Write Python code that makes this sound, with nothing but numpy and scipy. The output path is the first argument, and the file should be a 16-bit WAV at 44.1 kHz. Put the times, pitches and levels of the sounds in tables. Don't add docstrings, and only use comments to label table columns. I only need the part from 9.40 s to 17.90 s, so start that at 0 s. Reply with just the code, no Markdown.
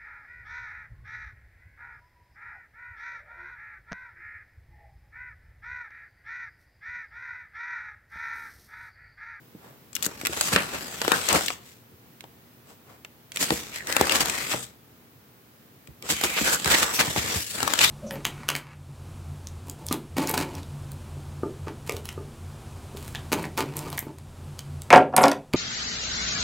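import sys
import numpy as np
from scipy import signal
from scipy.fft import rfft, irfft
from scipy.io import wavfile
from scipy.ndimage import uniform_filter1d, map_coordinates

SR = 44100
rng = np.random.default_rng(int(sys.argv[2]) if len(sys.argv) > 2 else 0)


def store_pcm(level_fs):
    pcm = np.round(np.clip(level_fs, -1, 1) * 32767).astype(np.int16)
    wavfile.write(sys.argv[1], SR, np.atleast_2d(pcm).T)


N = 374850
T = np.arange(N) / SR

# t/s, rubbing level/dB, bend/dB (body that the curved sheet adds)
TURN_CURVES = ([(.55, -50.5, -5), (.68, -49.5, 7), (.78, -51, -1.5), (1.02, -35, -9.5), (1.19, -35, 2),
               (1.28, -42, -0.5), (1.58, -41.5, -4), (1.72, -34.5, 3), (1.86, -35, -7), (1.97, -34, -3.5),
               (2.13, -41, -7), (2.2, -62, 0)], [(3.94, -47.5, -6), (4.02, -42, -5), (4.13, -32.5, -9.5),
               (4.29, -48, -5.5), (4.44, -53.5, 1.5), (4.5, -37.5, -0.5), (4.72, -33, 3), (5.08, -37, -7.5),
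               (5.16, -37.5, 1), (5.24, -46, -14), (5.32, -66, -2)], [(6.63, -49, 7), (6.71, -37, -14.5),
               (6.92, -35, -8), (7.11, -30.5, -8), (7.225, -40, -6), (7.28, -27.5, 0.5), (7.52, -35, -2.5)],
               [(7.53, -30.5, -25), (7.62, -31.5, 1), (7.72, -34.5, -7), (7.95, -32.5, -5),
               (8.09, -39.5, -22.5), (8.19, -36.5, 0), (8.387, -33, -3), (8.41, -29.5, 0.5),
               (8.49, -28.5, -9)])
# t/s of the crest, length/s, level/dB, body/dB, edge/dB
QUICK_RUBS = [(0.255, .1, -50.5, 15.5, -4.5), (0.647, 0.017, -28, -4, 4), (0.933, 0.015, -32.5, 2, -7),
              (.975, 0.017, -28, 6, -3), (1.053, 0.064, -30.5, -21, 7), (1.136, 0.023, -21.5, 5, -1),
              (1.181, 0.038, -23, -4, -27), (1.343, 0.034, -30, 7.5, -5.5), (1.757, .036, -28.5, 9, 1),
              (1.9, 0.028, -20.5, 0, -8), (1.957, .032, -17.5, 10.5, -2.5), (2.28, 0.093, -51, -11, -0.5),
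              (3.3, .05, -51, 13, 2), (3.509, 0.072, -51, 13.5, -5), (4.021, 0.034, -20.5, 1.5, 4),
              (4.357, .04, -34, -8, -3), (4.619, 0.037, -29.5, 2, -11), (4.722, 0.023, -24, 1, -7),
              (4.758, 0.026, -19, 2, -1), (4.81, 0.015, -17, 0.5, 1.5), (5.121, 0.028, -25, -7.5, -4.5),
              (6.708, 0.03, -20.5, 2, 2), (6.846, 0.024, -21.5, 7.5, 2.5), (6.978, .02, -20.5, -3, -11.5),
              (7.074, 0.046, -22.5, 4, 0), (7.134, 0.024, -19.5, 6, 7.5), (7.315, 0.021, -15, 3, -2.5),
              (7.345, 0.014, -16, -3, -5.5), (7.387, .042, -23.5, -11, -1), (7.43, .02, -21, -1, -2),
              (7.603, .02, -15, -2, -6.5), (7.782, .02, -21.5, -6, -5.5), (7.896, 0.034, -34, -3, -4),
              (7.961, .03, -27.5, 2.5, 4.5), (8.416, .016, -15, -13, -6), (8.44, 0.022, -12.5, -10.5, -7)]
# t/s, level/dB, body/dB, edge/dB, left minus right/dB
BUCKLES = [(.529, -27, 0, 3, 12), (.551, -8.5, -15, 16, 12), (0.556, -18, -20, 10, 5),
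           (.563, -9.5, -10, 1, 10), (0.624, -10.5, -21, 4, 10), (0.629, -10, -3, 11, 14),
           (0.646, -8.5, -20, 7, 12), (.654, -10, -20, 13, 7), (.662, -4, -3, 7.5, 11),
           (0.812, -19.5, 0, -5, 1), (.85, -10, -5, -6, 3), (.857, -7, -8.5, -0.5, -1),
           (.868, -3, -4.5, 0, -1), (1.009, 0.5, 1.5, 1.5, -0.5), (1.16, 2, 1, -12, -0.5),
           (1.615, -8.5, 10.5, -3, 1), (1.648, -12, 16, -2, 8.5), (1.678, -7, 8.5, -6, 2),
           (1.717, 4, 6, 2.5, 8.5), (1.887, -0.5, 1, 8, 20), (1.927, -1.5, 9, 8, 3), (2.008, -13, 8, -1, 4),
           (2.06, -13, -7, 8, 14), (2.081, -8, -21, -13.5, 2), (2.102, -14.5, 5.5, -14, 5),
           (2.806, -24, -15, -3, -1), (2.839, -30.5, 6, -15, 2.5), (3.647, -24.5, -10, -13, 3),
           (3.918, -22.5, -12, -2, -1), (3.959, -12, -7.5, -4, -2), (3.97, -10, -13, -1.5, 0),
           (4.104, -2, 7, -5.5, 1), (4.47, -12, -7, 5, 1), (4.524, -4, -4.5, 2, 8),
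           (4.564, -2.5, 3.5, -4, 3.5), (4.61, 2, 14, -0.5, 2), (4.694, -6.5, -12, -9, 6),
           (4.72, -0.5, -11, 4, 12), (4.805, -10, 0, 0, -10), (4.856, -8.5, 3.5, 5, 10),
           (4.896, -7.5, -32, -5, 3), (6.472, -32.5, -7, -4, 3), (6.623, -23, -15.5, -3, -1),
           (6.811, -13, 4.5, -1, -1), (6.836, -2, -1, 1, -3), (7.145, -10, -7, 6, 2),
           (7.244, -8.5, -4, -2, -1), (7.257, -7.5, 7, -2, 3), (7.428, -5.5, 3.5, -6, -1),
           (7.593, -12, -8, -5, 7), (7.761, -9.5, 13, -9, 1), (8.203, -11.5, 0, -9, 3),
           (8.228, -0.5, 9.5, 5, 4.5), (8.276, -3, 2, 0.5, 6), (8.335, -0.5, 4.5, 3.5, 8),
           (8.389, -2.5, -23, -10, 2), (8.443, -3, -11, 0, 3)]
# t/s, length/s, level/dB, first f/Hz, last f/Hz, width/octaves
AIR_GAPS = [(1.156, 0.16, -40, 1510, 1460, .23), (1.708, 0.062, -24.5, 1410, 1650, 0.12),
            (1.907, 0.055, -25.5, 1500, 350, .34), (4.106, 0.032, -31, 546, 296, 0.16),
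            (4.318, 0.13, -40.5, 2300, 1700, .2), (4.466, .2, -32, 1850, 1570, .22),
            (4.905, 0.18, -36.5, 1900, 2150, 0.13), (5.123, .03, -28, 2800, 400, 0.45),
            (6.697, 0.5, -34.5, 2220, 2500, 0.17), (6.685, 0.21, -40, 3300, 3030, 0.044),
            (7.04, 0.14, -27.5, 1610, 1440, 0.15), (7.261, 0.3, -33, 1380, 1250, 0.42),
            (7.33, 0.036, -23.5, 1900, 1890, .052), (7.757, .01, -30, 700, 525, 0.44),
            (8.435, 0.063, -26.5, 3620, 3760, 0.1)]
# t/s, level/dB, upper cutoff f/Hz of the contact
IMPACTS = [(0.149, -31.5, 400), (.665, -22, 400), (0.834, -25, 400), (.895, -23, 400), (1.13, -16, 201),
           (1.158, -15, 300), (1.717, -24, 300), (1.92, -21, 300), (1.951, -15, 400), (2.519, -43, 200),
           (2.838, -40, 400), (4.012, -23, 300), (4.106, -12, 600), (4.118, -12, 450), (4.61, -15, 600),
           (4.82, -25, 200), (5.141, -18.5, 303), (6.485, -33.5, 202), (6.722, -21, 400), (6.848, -19, 700),
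           (7.013, -14, 395), (7.26, -17.5, 201), (7.304, -20, 250), (7.677, -20.5, 179),
           (7.761, -16.5, 500), (7.776, -19, 161), (7.841, -26, 180), (7.957, -21, 170), (8.228, -18, 500)]
# f/Hz, level/dB, t60/s
BOOK_MODES = [(82, -9, .07), (118, -3, .08), (165, -2, .06), (236, -2, .07), (290, -1, .06), (360, 0, .06),
              (450, -2, .05), (620, -7, .04)]
# f/Hz, relative level/dB
PAPER_SPECTRUM = [(30, -36), (70, -4), (130, -5), (400, -0.5), (700, -1.5), (1300, 1.5), (2300, 2),
                  (3500, 0.5), (6300, -1.5), (7900, 2), (9300, -7.5), (13000, -6), (15800, -11.5)]
# t/s, left minus right/dB
SHEET_PATH = [(.6, 0), (1., 1.5), (1.9, 2.5), (4.1, .5), (4.7, 2.5), (5.2, 3), (6.8, .5), (7.35, 0),
              (8.4, 3.5)]
# f/Hz, relative level/dB
FLOOR_SPECTRUM = [(18, -67.5), (30, -62), (59, -17), (120, -1), (169, -7), (447, -11), (483, -11.5),
                  (566, -17.5), (628, -16.5), (735, -17), (1010, -17.5), (1940, -20.5), (2150, -21.5),
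                  (9110, -31), (15800, -20.5)]
# f/Hz, level/dB
HUM_PARTIALS = [(73, -79), (120, -96), (238, -67.5), (343, -81)]


def slides(patchy_db=3, flex_hz=14, patch_density=9):
    f, t, friction = signal.stft(stick_slip(N, slip_db=2.7, catch_db=2.1), SR, nperseg=512)
    limits_hz = np.array([70, 350, 1500, 5000, 15000])
    centres_hz = np.sqrt(limits_hz[:-1] * limits_hz[1:])
    paper = undb(level_at(PAPER_SPECTRUM, f))
    band_power = [np.sum(paper[(f >= lo) & (f < hi)] ** 2) / len(f)
                  for lo, hi in zip(limits_hz, limits_hz[1:])]
    bands_to_bins = np.array([level_at(list(zip(centres_hz, row)), f) for row in np.eye(4)]).T
    gain = 0
    for turn in TURN_CURVES:
        times, rub, bend = np.transpose(turn)
        rub, bend = np.interp(t, times, rub), np.interp(t, times, bend)
        rumble = -22.5 + 0.54 * rub + 0.31 * bend
        edge = rub - 1 - 0.21 * bend
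        band_db = np.array([rumble, rub + bend, rub, edge]) - 10 * np.log10(band_power)[:, None]
        moving = uniform_filter1d(1. * ((t > times[0]) & (t < times[-1] + .04)), size=7)
        gain = np.maximum(gain, undb(bands_to_bins @ band_db) * moving)
    grid = np.meshgrid(patch_density * np.log2(1 + f / 400), flex_hz * t, indexing="ij")
    flex = map_coordinates(rng.standard_normal((64, 256)), grid, order=1, mode="wrap")
    hiss = signal.istft(friction * gain * paper[:, None] * undb(patchy_db * flex), SR)[1][:, :N]
    return hiss * pan(position_db(T))


def swishes(rise_share=.42):
    out, t = np.zeros((2, N)), T[:2 ** 14]
    for at, length, db, body_db, edge_db in QUICK_RUBS:
        rise, fall = length * rise_share, length * (1 - rise_share)
        crest = 3 * rise
        exponent = np.where(t < crest, ((t - crest) / rise) ** 2, np.abs((t - crest) / fall) ** 1.6)
        speed = np.exp(-exponent / 2)
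        slips = stick_slip(len(t), slip_db=3.2, catch_db=1.3, catch_hz=260)
        rub = unit_rms(sheet_radiation(slips, body_db, edge_db, ripple_db=1.5))
        add(out, at - crest, shadow(rub, position_db(at)) * speed * undb(db))
    return out


def snaps(crack_s=.0018, flap_s=.009, snap_delay_s=.0015,
          ring_hz=1315, ring_octaves=.8, db_per_octave=11):
    out, t = np.zeros((2, N)), T[:2 ** 12]
    for at, db, body_db, edge_db, pan_db in BUCKLES + crackles():
        hz = ring_hz * 2 ** (-body_db / db_per_octave)
        snap = stereo_noise(len(t)) * (.45 * np.exp(-t / crack_s) + .035 * np.exp(-t / flap_s))
        snap[[0, 1], rng.integers(0, 5, size=2)] -= 2
        snap = sheet_radiation(snap, body_db, edge_db, ripple_db=3)
        snap = colour(snap, [(70, -16), (260, 5.5)])
        snap = colour(snap, [(hz / 2 ** ring_octaves, 0), (hz, 3), (hz * 2 ** ring_octaves, 0)])
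        snap /= np.abs(snap).max(axis=1, keepdims=True)
        add(out, at + snap_delay_s, shadow(snap, pan_db) * undb(db))
    return out


def crackles(per_turn=12, above_rub_db=12, spread_db=3, colour_db=7, scatter_db=4):
    rows = []
    for turn in TURN_CURVES:
        times, rub, bend = np.transpose(turn)
        onsets = rng.uniform(times[0], times[-1], per_turn)
        for at, (size, body, edge, side) in zip(onsets, rng.standard_normal((per_turn, 4))):
            db = np.interp(at, times, rub) + above_rub_db + spread_db * size
            body_db = np.interp(at, times, bend) + colour_db * body
            rows.append((at, db, body_db, colour_db * edge, position_db(at) + scatter_db * side))
    return rows


def gap_resonances():
    out, n = np.zeros((2, N)), 2 ** 14
    for at, length, db, first_hz, last_hz, octaves in AIR_GAPS:
        f, t, friction = signal.stft(stick_slip(n, slip_db=4, catch_db=1), SR, nperseg=256)
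        centre_hz = first_hz * (last_hz / first_hz) ** np.clip(t / length, 0, 1)
        detuning = np.log2((f[:, None] + 1) / centre_hz) / octaves
        resonance = 1 / (1 + detuning ** 2) / np.sqrt(centre_hz)
        rub = unit_rms(signal.istft(friction * resonance, SR)[1][:, :n])
        swell = np.sqrt(np.abs(np.sin(np.pi * np.clip(T[:n] / length, 0, 1))))
        add(out, at, rub * swell * undb(db) * pan(position_db(at)))
    return out


def bumps(gain_db=-2, scuff_s=.018, thud_s=.0018, detune=.08):
    out, t = np.zeros((2, N)), T[:2 ** 13]
    for at, db, cutoff_hz in IMPACTS:
        modes = 0
        for hz, mode_db, t60 in BOOK_MODES:
            hz *= 1 + detune * rng.standard_normal()
            modes += undb(mode_db - 60 * t / t60) * np.cos(2 * np.pi * hz * t)
        force = stereo_noise(len(t)) * (.059 * np.exp(-t / scuff_s) + .24 * np.exp(-t / thud_s))
        force[:, 0] += 2
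        thud = signal.fftconvolve(force, modes[None])[:, :len(t)]
        thud = signal.sosfilt(signal.butter(2, [65, cutoff_hz], "band", fs=SR, output="sos"), thud)
        add(out, at, thud / np.abs(thud).max() * undb(db + gain_db))
    return out


def stick_slip(n, slip_db, catch_db, slip_hz=1300, catch_hz=130):
    return stereo_noise(n) * unit_rms(undb(slip_db * wander(n, slip_hz) + catch_db * wander(n, catch_hz)))


def sheet_radiation(x, body_db, edge_db, ripple_db):
    x = colour(x, PAPER_SPECTRUM)
    x = colour(x, [(800, body_db), (2400, 0), (7000, edge_db)])
    ripple = zip(np.geomspace(500, 16000, 110), ripple_db * rng.standard_normal(110))
    return colour(x, list(ripple))


def shadow(x, pan_db):
    ports_db = 20 * np.log10(unit_rms(pan(pan_db))[:, 0])
    return np.array([colour(port, [(200, 0), (600, db)]) for port, db in zip(x, ports_db)])


def room(x, wet_db=-12, t60_low=.4, t60_high=.28, treble_db=-6, crossover_hz=1500):
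    t = T[:2 ** 14]
    noise = stereo_noise(len(t))
    low = signal.sosfilt(signal.butter(1, crossover_hz, fs=SR, output="sos"), noise)
    low_decay, high_decay = undb(-60 * t / t60_low), undb(treble_db - 60 * t / t60_high)
    tail = (low * low_decay + (noise - low) * high_decay) * np.clip(t / .002, 0, 1)
    tail /= np.sqrt(np.sum(low_decay ** 2))
    return x + undb(wet_db) * signal.oaconvolve(x, tail, axes=1)[:, :N]


def background(floor_db=-53, waver_rad=.43):
    hum = sum(undb(db) * np.sqrt(2) * np.sin(2 * np.pi * hz * T + waver_rad * wander(N, 20))
              for hz, db in HUM_PARTIALS)
    floor = unit_rms(colour(stereo_noise(N), FLOOR_SPECTRUM))
    return floor * undb(floor_db + .5 * wander(N, 6.3)) + hum


def stereo_noise(n):
    mid, side = rfft(rng.standard_normal((2, n)))
    share = np.clip((np.fft.rfftfreq(n, 1 / SR) / 1150) ** 2 + .27, 0, 1)
    return irfft((mid + share * side * np.array([[1], [-1]])) / np.sqrt(1 + share ** 2), n)


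def wander(n, rate_hz):
    return np.interp(np.arange(n) * rate_hz / SR, np.arange(n), rng.standard_normal(n))


def colour(x, points):
    n = x.shape[-1]
    gain = undb(level_at(points, np.fft.rfftfreq(n, 1 / SR)))
    cepstrum = irfft(np.log(gain), n)
    cepstrum[1:n // 2] *= 2
    cepstrum[n // 2 + 1:] = 0
    return irfft(rfft(x) * np.exp(rfft(cepstrum)), n)


def level_at(points, f):
    hz, db = np.transpose(points)
    return np.interp(np.log(f + 1), np.log(hz), db)


def position_db(t):
    return np.interp(t, *np.transpose(SHEET_PATH))


def pan(db):
    return undb(np.array([db, -db]) / 2).reshape(2, -1)


def undb(db):
    return 10 ** (np.asarray(db) / 20)


def unit_rms(x):
    return x / np.sqrt(np.mean(x ** 2))


def add(out, at, x):
    start = max(int(at * SR), 0)
    part = x[:, :max(N - start, 0)]
    out[:, start:start + part.shape[1]] += part


def scene():
    return room(slides() + swishes() + snaps() + gap_resonances() + bumps()) + background()


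def record(dry, low_hz=54, top_hz=16000):
    dry = signal.sosfilt(signal.butter(6, low_hz, "high", fs=SR, output="sos"), dry)
    rounded = dry / (1 + dry ** 4) ** (1 / 4)
    return signal.sosfilt(signal.ellip(12, .2, 90, top_hz, fs=SR, output="sos"), rounded)


dry = scene()
out = record(dry)
store_pcm(out)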